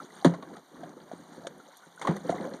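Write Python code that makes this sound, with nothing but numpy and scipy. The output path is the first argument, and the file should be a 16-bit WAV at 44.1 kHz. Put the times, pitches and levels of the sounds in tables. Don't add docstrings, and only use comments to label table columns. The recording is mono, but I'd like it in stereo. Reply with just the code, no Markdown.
import sys
import numpy as np
from scipy import signal
from scipy.fft import rfft, irfft, next_fast_len
from scipy.io import wavfile
from scipy.ndimage import uniform_filter1d

SR = 44100
rng = np.random.default_rng(int(sys.argv[2]) if len(sys.argv) > 2 else 0)


def attenuation_scalar(level_db):
    decades = np.asarray(level_db, float) / 20
    return 10 ** decades


def materialize(psi):
    bounded = np.clip(np.atleast_2d(psi).T, -1, 1)
    quanta = np.round(bounded * 32767).astype(np.int16)
    wavfile.write(sys.argv[1], SR, quanta)


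N = 114660

# (frequency [Hz], level [dB], decay time t60 [s])
HULL_MODES = [(96.2, -16, 0.19), (138, -12, 0.12), (172, -1.5, 0.16), (214.9, -4.5, 0.081),
              (260.2, -3.5, 0.088), (304, -1.5, 0.085), (375, 1.5, 0.044), (441.7, -8.5, 0.076),
              (528, -4, 0.072), (697, -9.5, 0.033), (800, -15, 0.036), (960, -18.5, 0.088),
              (1220, -34, 0.075)]


def read_curve(points, hz):
    f, value = np.transpose(points)
    return np.interp(np.log(hz + 1), np.log(f + 1), value)


def unit_rms(x):
    return x / np.sqrt(np.mean(x ** 2) + 1e-20)


def add(mix, s, sound):
    part = mix[max(round(s * SR), 0):][:len(sound)]
    part += sound[:len(part)]


def coloured(x, points):
    gain = attenuation_scalar(read_curve(points, np.fft.rfftfreq(len(x), 1 / SR)))
    return unit_rms(irfft(rfft(x) * gain, len(x)))


def bubble(hz, t60, rise, glide, size=3000):
    t = np.arange(size) / SR
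    envelope = (1 - np.exp(-t / rise)) * attenuation_scalar(-60 * t / t60)
    return envelope * np.sin(2 * np.pi * hz * (t + glide * t ** 2 / t60))


def bubble_cloud(low_hz, high_hz, per_s, spread_db, cycles, count=30):
    size = attenuation_scalar(spread_db * np.minimum(rng.exponential(1, N), 4))
    size = size * (rng.random(N) < per_s / SR) * rng.choice([-1, 1], N)
    kind = rng.integers(0, count, N)
    cloud = np.zeros(N)
    for k, hz in enumerate(np.geomspace(low_hz, high_hz, count)):
        tone = bubble(hz, cycles / hz, 1.67 / hz, 0.19) * np.sqrt(hz)
        cloud += signal.oaconvolve(size * (kind == k), tone)[:N]
    return cloud


def air():
    # (frequency [Hz], level [dB])
    air_colour = [(70, -15.5), (160, -16.5), (300, -4.5), (900, 2.5), (3000, -7), (8000, -11.5),
                  (15000, -20)]
    return attenuation_scalar(-62) * coloured(rng.standard_normal(N), air_colour)


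def water():
    # (time [s], gurgle level [dB], fizz level [dB])
    stirring = [(0, -49.5, -55.5), (.12, -56.5, -58), (.22, -53.5, -51), (.33, -44.5, -64), (.55, -49, -61),
                (.66, -66.5, -64.5), (.78, -49, -61.5), (.95, -49.5, -66.5), (1.2, -55.5, -58.5),
                (1.38, -52, -58.5), (1.519, -50, -63.5), (1.75, -68, -59), (1.86, -65.5, -59.5),
                (1.99, -62.5, -62.5), (2.099, -32.5, -52.5), (2.22, -45.5, -54.5), (2.418, -38.5, -51.5),
                (2.6, -47.5, -63.5)]
    # (frequency [Hz], level [dB])
    gurgle_colour = [(60, 12), (120, -7), (200, 3), (500, 1), (1000, -4), (2000, -8), (4000, -11)]
    fizz_colour = [(500, -2), (1500, -6), (3000, -7.5), (5000, -6), (9000, -8), (11000, -19), (15000, -20)]
    s, gurgle_db, fizz_db = np.transpose(stirring)
    t = np.arange(N) / SR
    lumps = unit_rms(uniform_filter1d(uniform_filter1d(rng.standard_normal(N), 900), 900))
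    gurgle = coloured(bubble_cloud(127.2, 2426, 1500, 1.8, 13.2), gurgle_colour)
    hull_response = sum(attenuation_scalar(db) * bubble(hz, 2.33 * t60, 1 / hz, 0, size=9000) for hz, db, t60 in HULL_MODES)
    hum = unit_rms(signal.oaconvolve(gurgle, hull_response)[:N])
    gurgle = gurgle + attenuation_scalar(-7) * hum
    fizz = coloured(bubble_cloud(692, 14480, 4000, 2.7, 21.6), fizz_colour)
    gurgle_gain = attenuation_scalar(np.interp(t, s, gurgle_db) + 1.9 * lumps)
    fizz_gain = attenuation_scalar(np.interp(t, s, fizz_db) + 1.5 * lumps + 1.0)
    return gurgle * gurgle_gain + fizz * fizz_gain


def bubbles():
    # (time [s], level [dB], pitch [Hz], decay time t60 [s])
    plops = [(0.225, -33.5, 760, 0.023), (0.833, -30, 695, 0.031), (1.115, -25.5, 650, 0.015),
             (1.448, -34.5, 670, 0.069), (1.469, -35.5, 538, 0.052), (1.685, -46, 543, 0.048),
             (2.078, -14, 789, 0.015), (2.246, -38, 499, 0.12), (2.325, -21.5, 704, 0.047),
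             (2.412, -33, 528, 0.12), (2.444, -36.5, 517, 0.14), (2.476, -28.5, 554, 0.047),
             (2.521, -35, 528, 0.091), (2.294, -15.5, 656, 0.028), (2.295, -14, 507, 0.018),
             (2.295, -31, 1340, 0.021), (2.093, -17, 172, 0.08), (2.104, -22.5, 299, 0.046),
             (2.119, -28, 193.5, 0.21), (0.0014, -29.5, 1320, 0.019), (0.3461, -34, 1054, 0.029),
             (0.4259, -39.5, 1070, 0.054), (0.5546, -40, 1230, 0.018), (1.6003, -42, 1354, 0.022),
             (1.8337, -47, 1460, 0.055), (1.9764, -39, 1450, 0.026), (2.0148, -33, 954, 0.029),
             (2.0497, -23, 1050, 0.03), (2.0727, -15, 1134, 0.019), (2.1121, -29.5, 970, 0.032)]
    # (time [s], level [dB], pitch [Hz])
    ticks = [(0.1047, -39.5, 1930), (2.0148, -25.5, 2084), (2.168, -33, 1940), (2.3236, -33, 2010),
             (2.3825, -31.5, 2030), (2.018, -33, 3000), (2.022, -32, 3400), (2.073, -26, 2620),
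             (2.276, -39, 3050), (.2665, -31, 7000), (1.772, -46, 12500), (2.168, -44, 11500),
             (1.0171, -44, 4630), (2.5371, -36, 4100), (0.1544, -42, 8740), (0.5636, -46, 8820),
             (1.1807, -45, 8700), (1.5813, -42.5, 9900), (1.7729, -40.5, 11180), (1.9614, -42, 9200),
             (2.1645, -42.5, 9100), (2.4992, -48, 11000)]
    out = np.zeros(N)
    for s, db, hz, t60 in plops:
        add(out, s, attenuation_scalar(db + 2.0) * bubble(hz, t60 + 0.0073, 0.0013, 0.048, size=6000))
    for s, db, hz in ticks:
        add(out, s, attenuation_scalar(db + 1.5) * bubble(hz, 0.0023 + 40 / hz, 2.7 / hz, 0.053))
    return out


def splashes():
    # (time [s], slap level [dB], spray level [dB], decay time t60 [s])
    impacts = [(0.2466, -19, -39, 0.088), (0.338, -36.5, -60, 0.057), (0.4252, -38.5, -61, 0.036),
               (0.5377, -48, -69, 0.045), (0.5667, -42, -63, 0.041), (0.834, -41.5, -62.5, 0.046),
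               (0.8932, -51, -58, 0.02), (1, -47, -75, 0.056), (1.114, -49, -65.5, 0.18),
               (1.3275, -54.5, -60, 0.089), (1.4696, -28.5, -38, 0.02), (1.7684, -73, -57, 0.06),
               (1.9952, -46.5, -53.5, 0.046), (2.014, -34.5, -48, 0.076), (2.0224, -41, -64, 0.13),
               (2.051, -36.5, -62, 0.063), (2.0707, -27, -51, 0.1), (2.166, -52, -51, 0.047),
               (2.2932, -34, -54, 0.096), (2.3027, -56, -51, 0.056), (2.4094, -37, -71, 0.035),
               (2.5354, -46.5, -59, 0.18)]
    # (frequency [Hz], level [dB])
    slap_colour = [(350, -13), (600, 2), (1500, -1.5), (2500, -2.5), (4000, -9), (6000, -15.5), (9000, -69)]
    spray_colour = [(3000, -12), (5000, 0), (7000, 0), (9000, -2), (11000, -11), (15000, -39)]
    slap_env, spray_env, t = np.zeros(N), np.zeros(N), np.arange(9000) / SR
    for s, slap_db, spray_db, t60 in impacts:
        fast = attenuation_scalar(-60 * t / (t60 + 0.001))
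        slow = attenuation_scalar(-10 - 60 * t / (2.46 * t60 + 0.0035))
        shape = (1 - np.exp(-t / 0.00013)) * (fast + slow)
        add(slap_env, s, attenuation_scalar(slap_db - 2.0) * shape)
        add(spray_env, s, attenuation_scalar(spray_db + 3.5) * shape)
    slap = coloured(bubble_cloud(400, 5070, 5000, 2.3, 5.8), slap_colour)
    spray = coloured(bubble_cloud(2670, 10000, 11000, 6.0, 3.5), spray_colour)
    return slap_env * slap + spray_env * spray


def hull():
    # (time [s], level [dB])
    knocks = [(0.248, -8), (0.257, -8), (0.293, -25), (0.316, -29.5), (0.381, -41.5), (0.424, -41.5),
              (0.514, -38), (0.541, -41.5), (0.73, -44), (0.833, -41.5), (0.857, -45.5), (1.129, -34),
              (1.191, -41.5), (1.376, -37), (1.864, -47), (2.088, -18.5), (2.166, -33.5), (2.248, -30),
              (2.293, -23.5), (2.34, -29.5), (2.399, -29.5), (2.535, -39)]
    build_s = 0.004
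    out, t = np.zeros(N), np.arange(9000) / SR
    for s, db in knocks:
        luck = rng.random((3, len(HULL_MODES)))
        for (hz, mode_db, t60), turn, share, drift in zip(HULL_MODES, *luck):
            swell = 1 - np.exp(-(t * hz / 300 / build_s) ** 2)
            pitch = hz * (1 + 0.012 * (2 * drift - 1))
            tone = np.sin(2 * np.pi * (pitch * t + turn))
            gain = attenuation_scalar(db + mode_db + 1.0 - 3.6 * share)
            add(out, s, gain * swell * attenuation_scalar(-60 * t / t60) * tone)
    return out


def scene():
    mono = air() + water() + bubbles() + splashes() + hull()
    return np.array([mono, mono])


def top_cut(x):
    return signal.sosfilt(signal.butter(12, 16080, fs=SR, output="sos"), x)


def record(dry):
    # (frequency [Hz], phase [rad])
    bass_lead = [(40, -1.7), (200, -1.4), (330, -.8), (480, -.4), (700, -.3), (1300, 0)]
    # (frequency [Hz], level [dB])
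    balance = [(60, -1.5), (300, -2.3), (800, -1.3), (1300, 0)]
    late_samples, top_hz, bass_cut_hz = 17, 15200, 95
    size = next_fast_len(N + 4096)
    hz = np.fft.rfftfreq(size, 1 / SR)
    late_inverted = 2 * np.pi * hz * late_samples / SR - np.pi
    lead = np.where(hz < bass_lead[-1][0], read_curve(bass_lead, hz), late_inverted)
    side = np.array([[-0.5], [0.5]])
    cut = 1 / np.sqrt(1 + (bass_cut_hz / (hz + 1)) ** 4) * np.where(hz > top_hz, attenuation_scalar(-29), 1)
    stereo = np.exp(1j * side * lead) * attenuation_scalar(-side * read_curve(balance, hz))
    out = irfft(rfft(dry, size) * cut * stereo, size)[:, :N]
    return top_cut(out)


dry = scene()
out = record(dry)
materialize(out)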